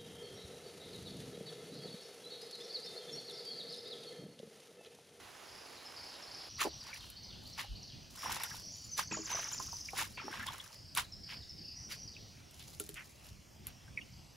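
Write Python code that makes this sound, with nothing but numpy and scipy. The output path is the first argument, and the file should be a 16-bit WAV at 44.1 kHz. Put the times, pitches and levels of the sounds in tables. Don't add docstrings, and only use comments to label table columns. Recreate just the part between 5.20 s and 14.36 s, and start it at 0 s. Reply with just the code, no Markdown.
import sys
import numpy as np
from scipy import signal
from scipy.fft import rfft, irfft
from scipy.io import wavfile
from scipy.ndimage import uniform_filter1d

SR = 44100
rng = np.random.default_rng(int(sys.argv[2]) if len(sys.argv) > 2 else 0)


def put_to_file(sound):
    columns = np.atleast_2d(sound).T
    safe = np.clip(columns, -1, 1)
    whole_steps = np.round(safe * 32767)
    wavfile.write(sys.argv[1], SR, whole_steps.astype(np.int16))


N = 403956


def washing():
    # (start [s], peak [s], end [s], slosh [dB], spray [dB])
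    stirs = [(1.567, 1.676, 1.925, -52.5, -59), (2.898, 3.09, 3.43, -44.5, -50),
             (3.437, 3.562, 3.87, -88, -62.5), (4.026, 4.097, 4.492, -44, -52),
             (4.415, 4.51, 4.97, -66, -56), (5.04, 5.145, 5.595, -47.5, -55.5),
             (7.302, 7.427, 7.95, -103, -58.5)]
    # (peak [s], rise [s], slap [dB], spray re slap [dB], slosh re slap [dB])
    splashes = [(1.419, 0.021, -36.5, 1.5, -1.5), (2.3, .064, -77.5, 17.5, -9),
                (2.404, 0.023, -42.5, -1.5, -5.5), (3.12, 0.018, -45.5, -1, -18),
                (3.238, 0.0021, -45, -2, -11), (3.792, 0.013, -42, 5.5, 5.5),
                (4.811, 0.039, -39, 1.5, -3.5), (5.269, 0.0073, -49, 4, -2), (5.783, .017, -35, 2.5, -5.5),
                (6.134, 0.042, -49, -10, -25), (6.722, 0.021, -47.5, 4, -7), (8.08, 0.094, -69, 10, -4),
                (8.491, 0.036, -59, -3, -20)]
    # (time [s], level [dB])
    plunges = [(3.913, -44.5), (4.976, -44.5)]
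    # (frequency [Hz], relative level [dB])
    churn_spectrum = [(200, -9), (500, -3.5), (900, -5), (1700, 2), (3000, 0), (7000, -18), (10000, -70)]
    slap_spectrum = [(400, -30), (1000, -10.5), (1600, 1.5), (3000, 1.5), (5000, -8.5), (9000, -26)]
    spray_spectrum = [(2000, -8.5), (4000, 5), (10000, 3), (15500, -3.5)]
    t = np.arange(N) / SR
    slosh, spray, slap = np.zeros((3, N))
    lumps = flicker(450, 2.4)
    for start, peak, end, slosh_db, spray_db in stirs:
        gate = np.clip(np.minimum((t - start) / .015, (end - t) / .09 + .5), 0, 1) * lumps
        from_peak = np.interp(t, [start, peak, end], [1, 0, 1])
        sweep_db = np.where(t < peak, -34.5, -24) * from_peak ** 1.66
        slosh += gate * amp(slosh_db + sweep_db)
        spray += gate * amp(spray_db + 0.22 * sweep_db)
    for time, rise, db, spray_db, slosh_db in splashes:
        impact = surge(t - time, rise, t60=0.11 + 1.74 * rise)
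        slap += amp(db) * impact
        slosh += amp(db + slosh_db) * impact
        spray += amp(db + spray_db) * impact
    for time, db in plunges:
        slosh += amp(db) * surge(t - time, rise=0.0029, t60=0.4)
    churn = colour(rng.standard_normal(N) * flicker(80, 0.57), churn_spectrum)
    froth = bubbles(per_s=420, low_hz=880, high_hz=3800, cycles=26, spread_db=3)
    crisp = colour(rng.standard_normal(N) * flicker(60, 2.9), slap_spectrum)
    crackle = colour(rng.standard_normal(N) * flicker(40, 4.2) * flicker(300, 2.5), spray_spectrum)
    return slosh * (.64 * churn + .75 * froth) + slap * (crisp + 0.24 * froth) + spray * crackle


def bubbles(per_s, low_hz, high_hz, cycles, spread_db):
    strength = amp(spread_db * np.minimum(rng.exponential(1, N), 4))
    births = strength * (rng.random(N) < per_s / SR)
    kind = rng.integers(0, 16, N)
    return evened(sum(signal.oaconvolve(births * (kind == k), ring(hz, cycles / hz, glide=0.072))[:N]
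                      for k, hz in enumerate(np.geomspace(low_hz, high_hz, 16))))


def drops():
    # (time [s], level [dB], pitch [Hz])
    plops = [(1.729, -36, 2300), (2.44, -43.5, 803), (3.057, -33, 1013), (3.25, -38.5, 1384),
             (3.313, -38, 1630), (3.969, -36, 620), (4.146, -38, 665), (4.189, -39, 678),
             (4.397, -34.5, 1027), (4.528, -40.5, 923), (4.685, -33.5, 2300), (4.732, -37.5, 777),
             (5.079, -34.5, 842), (5.127, -33.5, 1575), (5.195, -32.5, 1600), (5.226, -34, 1715),
             (5.397, -36, 3340), (6.964, -44.5, 2570), (8.678, -51.5, 1570), (8.809, -39, 2790)]
    out = np.zeros(N)
    for time, db, hz in plops:
        plop = ring(hz, t60=.045 + 20 / hz, glide=.04)
        splatter = .75 + .55 * flutter(len(plop), 40)
        swell = np.minimum(np.arange(len(plop)) / SR / .0025, 1)
        add(out, time, amp(db) * plop * swell * splatter)
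    return out


def leaf_snaps():
    # (time [s], level before filtering [dB])
    snaps = [(1.901, -35), (3.124, -27), (3.235, -22), (4.3222, -33), (4.789, -25.5), (5.3822, -37.5),
             (5.7504, -26), (5.7738, -19), (7.3104, -46), (7.3841, -49), (7.4255, -45), (7.599, -22),
             (7.6393, -40), (7.6908, -30.5), (7.7423, -36.5), (8.067, -42), (8.469, -27.5)]
    out, t = np.zeros(N), np.arange(1500) / SR
    for time, db in snaps:
        crack = rng.standard_normal(len(t)) * (amp(-60 * t / 0.0086) + 0.19 * amp(-60 * t / 0.059))
        for band_hz, band_db in ([6800, 12500], 0), ([2200, 6500], -6.5):
            band = signal.lfilter(*signal.butter(2, band_hz, "band", fs=SR), crack)
            add(out, time, amp(db + band_db) * band)
    return out


def squelches():
    # (time [s], length [s], start [Hz], end [Hz], level [dB], stays in tune for [cycles])
    squeezes = [(1.445, 0.048, 804, 482, -30.5, 1.1), (3.019, 0.19, 747, 852, -48.5, 2),
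                (3.908, 0.057, 2620, 2510, -40, 8.4), (3.91, 0.082, 190, 151, -42, 1.2),
                (4.967, 0.056, 2580, 2420, -39.5, 4.7), (5.031, 0.13, 336, 301, -44.5, 1.3),
                (5.162, 0.11, 216, 233, -47.5, 2.7), (5.266, 0.044, 3270, 3430, -37.5, 3.8),
                (5.268, 0.042, 810, 1224, -39, 4.5), (5.774, 0.031, 1290, 1170, -27, 1.7),
                (7.387, 0.088, 3300, 3810, -50.5, 1), (7.749, 0.098, 2520, 1957, -42.5, 1.27),
                (8.771, 0.034, 2330, 2160, -33, 4.3)]
    out = np.zeros(N)
    for time, length, start_hz, end_hz, db, cycles in squeezes:
        gulp = note(length, start_hz, end_hz, db, rough=0.77, hold=round(cycles * SR / start_hz))
        add(out, time, gulp * amp(np.linspace(4, -12, len(gulp))))
    return out


def bowl_knocks():
    # (time [s], strength [dB], tilt of the modes [dB/octave])
    knocks = [(1.451, -33.5, 3.5), (3.913, -27, -34), (3.991, -28.5, -24), (7.603, -39.5, 6),
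              (7.692, -43, -1)]
    # (frequency [Hz], relative level [dB], t60 [s])
    modes = [(223, -23, 0.26), (320, 0, 0.2), (409, 8, 0.1), (610, -18, 0.29), (1372, -8.5, 0.06)]
    out = np.zeros(N)
    for time, db, tilt in knocks:
        for hz, mode_db, t60 in modes:
            add(out, time, amp(db - 11 + mode_db + tilt * np.log2(hz / 300)) * ring(hz, t60))
    return out


def stream(end_s=1.29):
    # (frequency [Hz], relative level [dB])
    spectrum = [(59, -32), (100, -32), (243, -9.5), (396, -4.5), (814, -3), (5480, -12.5), (8550, -18.5),
                (10300, -14), (15800, -29)]
    gate = np.clip((end_s - np.arange(N) / SR) / 0.0032, 0, 1)
    fizz = colour(rng.standard_normal(N) * flicker(60, 1.6), spectrum)
    return amp(-55.5) * gate * microphone(fizz, scatter=0.31, right_db=1.8)


def birds():
    # (time [s], level [dB])
    songs = [(.65, -54), (5.92, -52.5)]
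    far = far_birds()
    near = near_whistles()
    song = sum(warbler(time, db) for time, db in songs)
    rattle = rattling_bird()
    near += amp(-5) * song + amp(-2) * rattle
    far += song + amp(1.5) * rattle
    return trees(near, t60=.35, blur_db=-1) + trees(far, t60=1.25, blur_db=4)


def warbler(start, db):
    # (offset [s], length [s], start [Hz], end [Hz], relative level [dB])
    verse = [(-.09, 0.04, 4800, 3504, -3.5), (-.004, 0.0333, 5674, 4950, 4)]
    # (offset [s], relative level [dB])
    trills = [(-.4, -3), (.112, 4), (.46, 5.5)]
    trill_counts = [7, 5, 5]
    # (buzz offset [s], buzz length [s], downstroke offset [s])
    ending = [(0.626, 0.143, .79), (0.849, 0.1, 0.952)]
    song = np.zeros(N)
    for k in range(2):
        for offset, *shape in verse:
            add(song, start + offset + k * .372, note(*shape, rough=.4, hold=60))
    for (offset, trill_db), count in zip(trills, trill_counts):
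        for k in range(count):
            length, end_hz, top_hz = rng.normal(1, .015, 3) * (.018, 4250, 5450)
            flick = arched_note(length, end_hz, top_hz, db=rng.normal(trill_db - 3, 1.5))
            add(song, start + offset + k * .0325, flick)
    for buzz_s, length, stroke_s in ending:
        add(song, start + buzz_s, note(length, 5760, 5720, db=0.79, rough=0.59, hold=55))
        add(song, start + stroke_s, note(0.0247, 5500, 4340, db=5.3, rough=0.22, hold=40))
    return amp(db) * song


def near_whistles(echo_s=.068, echo_db=-9):
    # (time [s], length [s], start [Hz], end [Hz], level [dB])
    whistles = [(3.519, 0.032, 6840, 6900, -48.5), (3.637, .022, 7200, 6900, -49),
                (3.906, .028, 7560, 7360, -49), (3.926, 0.029, 6750, 6920, -36),
                (4.04, 0.028, 7150, 7130, -44), (4.319, 0.036, 6860, 7220, -40)]
    out = np.zeros(N)
    for k, db in enumerate([-42, -36.5, -44.5]):
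        add(out, 3.705 + k * .404, note(0.0618, 6320, 5880, db, rough=0.18, hold=60))
    for time, *shape in whistles:
        add(out, time, note(*shape, rough=0.22, hold=60))
    return out + amp(echo_db) * np.roll(out, round(echo_s * SR))


def rattling_bird(start_s=3.69, every_s=.0457, peak_s=4.21):
    out = np.zeros(N)
    for time in start_s + every_s * np.arange(22):
        db = rng.normal(-40 - 10 * ((time - peak_s) / 0.48) ** 2, 1.3)
        add(out, time, note(.014, 6700, 4760, db, rough=0.55, hold=40))
    return out


def far_birds():
    # (offset [s], length [s], start [Hz], end [Hz], relative level [dB])
    phrase = [(0, 0.03, 3997, 4780, 4), (.075, .032, 6400, 3990, 3.5), (.122, .045, 5640, 3130, 1),
              (.165, 0.0298, 3250, 2895, -0.5)]
    # (time [s], length [s], start [Hz], end [Hz], level [dB])
    calls = [(4.93, 0.043, 4590, 4580, -52), (4.996, 0.091, 5136, 5560, -49.5),
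             (6.932, 0.032, 4400, 3070, -56), (6.983, 0.039, 3400, 4400, -56.5),
             (8.921, 0.035, 5200, 4630, -58.5)]
    out = np.zeros(N)
    for k in range(8):
        gain = amp(-52 - 2.5 * max(3 - k, 0))
        for offset, *shape in phrase:
            add(out, .47 + k * .297 + offset, gain * note(*shape, rough=0.55, hold=40))
    for k in range(3):
        time, climb_hz = 2.95 + k * .232, k * 139
        add(out, time, note(0.16, 5299.5 + climb_hz, 5502 + climb_hz, db=-49, rough=0.73, hold=40))
        add(out, time + .155, note(0.43, 5096.5, 4418.5, db=-58, rough=0.45, hold=55))
    for time, *shape in calls:
        add(out, time, note(*shape, rough=.65, hold=60))
    return out


def bump(time=2.52, db=-38, hz=48, length=.05):
    t = np.arange(N) / SR - time
    phase = np.array([[.4], [-.4]])
    return amp(db) * np.exp(-(2 * t / length) ** 2) * np.cos(2 * np.pi * hz * t + phase)


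def country_air():
    # (frequency [Hz], relative level [dB])
    spectrum = [(25, -51), (59, 10), (91, 1), (235, -9), (461, -18), (710, -16.5), (1510, -25),
                (2970, -21.5), (3680, -27), (5520, -19), (7630, -30.5), (14600, -36), (15800, -37)]
    # (time [s], gain [dB])
    bass = [(1.2, -15.5), (1.35, -2.5), (9.2, 0)]
    # (frequency [Hz], correlation [0-1])
    likeness = [(60, 0.92), (150, 0.71), (380, 0.24), (950, 0.011), (2380, 0.91), (5980, 1), (15000, 0.48)]
    frames, hz = N // 256 + 5, np.fft.rfftfreq(1024, 1 / SR)
    left_re, left_im, apart_re, apart_im, patches = rng.standard_normal((frames, 513, 5)).T
    patches = evened(uniform_filter1d(uniform_filter1d(patches, 10, 0), 20, 1))
    bass_db = np.interp(np.arange(frames) * 256 / SR, *np.transpose(bass))
    hum_db = bass_db / (1 + (hz[:, None] / 180) ** 2)
    shared = curve_at(likeness, hz)[:, None]
    left = left_re + 1j * left_im
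    right = shared * left + np.sqrt(1 - shared ** 2) * (apart_re + 1j * apart_im)
    right *= amp(0.93 / (1 + (hz[:, None] / 1500) ** 2))
    gain = amp(curve_at(spectrum, hz)[:, None] + 2.57 * patches + hum_db)
    _, air = signal.istft(np.array([left, right]) * gain, nperseg=1024, noverlap=768)
    return amp(-56.5) * evened(air[:, :N])


def trees(sound, t60, blur_db):
    t = np.arange(SR) / SR
    mid, side = rng.standard_normal((2, SR)) * amp(-60 * t / t60)
    tail = mid + 0.0073 * side * np.array([[1], [-1]])
    blur = signal.fftconvolve(sound[None], tail / np.linalg.norm(tail[0]), axes=1)[:, :N]
    return sound + amp(blur_db) * blur


def microphone(sound, scatter, right_db):
    hz = np.fft.rfftfreq(N, 1 / SR)
    late = np.exp(-2j * np.pi * np.maximum(hz - 6850, 0) * 13 / SR)
    tail = rng.standard_normal(3000) * amp(-60 * np.arange(3000) / SR / 0.072)
    side = scatter * signal.oaconvolve(sound, tail / np.linalg.norm(tail))[:N]
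    lean = amp(right_db / (1 + (hz / 4000) ** 2))
    return np.array([irfft(rfft(sound + side) * late / lean, N), irfft(rfft(sound - side) * lean, N)])


def note(length, start_hz, end_hz, db, rough, hold):
    progress = np.linspace(0, 1, round(length * SR))
    hz = end_hz + (start_hz - end_hz) * (1 - progress) ** (1 + 12.13 * min(length, .06))
    envelope = signal.windows.tukey(len(hz), .5) * (1 - rough + rough * flutter(len(hz), hold))
    return amp(db) * envelope * np.sin(2 * np.pi * np.cumsum(hz) / SR)


def arched_note(length, end_hz, top_hz, db):
    hz = top_hz + (end_hz - top_hz) * abs(np.linspace(-1, 1, round(length * SR)))
    return amp(db) * signal.windows.tukey(len(hz), .3) * np.sin(2 * np.pi * np.cumsum(hz) / SR)


def ring(hz, t60, glide=0.):
    t = np.arange(round(t60 * SR)) / SR
    envelope = np.minimum(t / 0.0014, 1) * amp(-60 * t / t60)
    return envelope * np.sin(2 * np.pi * hz * t * (1 + glide * t / t60))


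def surge(t, rise, t60):
    return np.where(t < 0, np.exp(-(t / rise) ** 2), amp(-60 * np.maximum(t, 0) / t60))


def flutter(count, hold):
    return evened(uniform_filter1d(uniform_filter1d(rng.standard_normal(count), hold), hold))


def flicker(hold, depth_db):
    return evened(amp(depth_db * flutter(N, hold)))


def colour(sound, spectrum):
    return evened(irfft(rfft(sound) * amp(curve_at(spectrum, np.fft.rfftfreq(N, 1 / SR))), N))


def curve_at(points, hz):
    point_hz, value = np.transpose(points)
    return np.interp(np.log(hz + 1), np.log(point_hz + 1), value)


def amp(db):
    return 10 ** (np.asarray(db) / 20)


def evened(x):
    return x / np.sqrt(np.mean(x ** 2) + 1e-20)


def add(mix, time, sound):
    part = mix[round(time * SR):][:len(sound)]
    part += sound[:len(part)]


def scene():
    surroundings = country_air() + stream() + birds() + bump()
    bowl = washing() + drops() + leaf_snaps() + squelches() + bowl_knocks()
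    return surroundings + microphone(bowl, scatter=0.34, right_db=0.3)


def record(dry):
    lowpass = signal.firwin(511, 15800, window=("kaiser", 9), fs=SR)
    return signal.oaconvolve(dry, lowpass[None], "same")


dry = scene()
out = record(dry)
put_to_file(out)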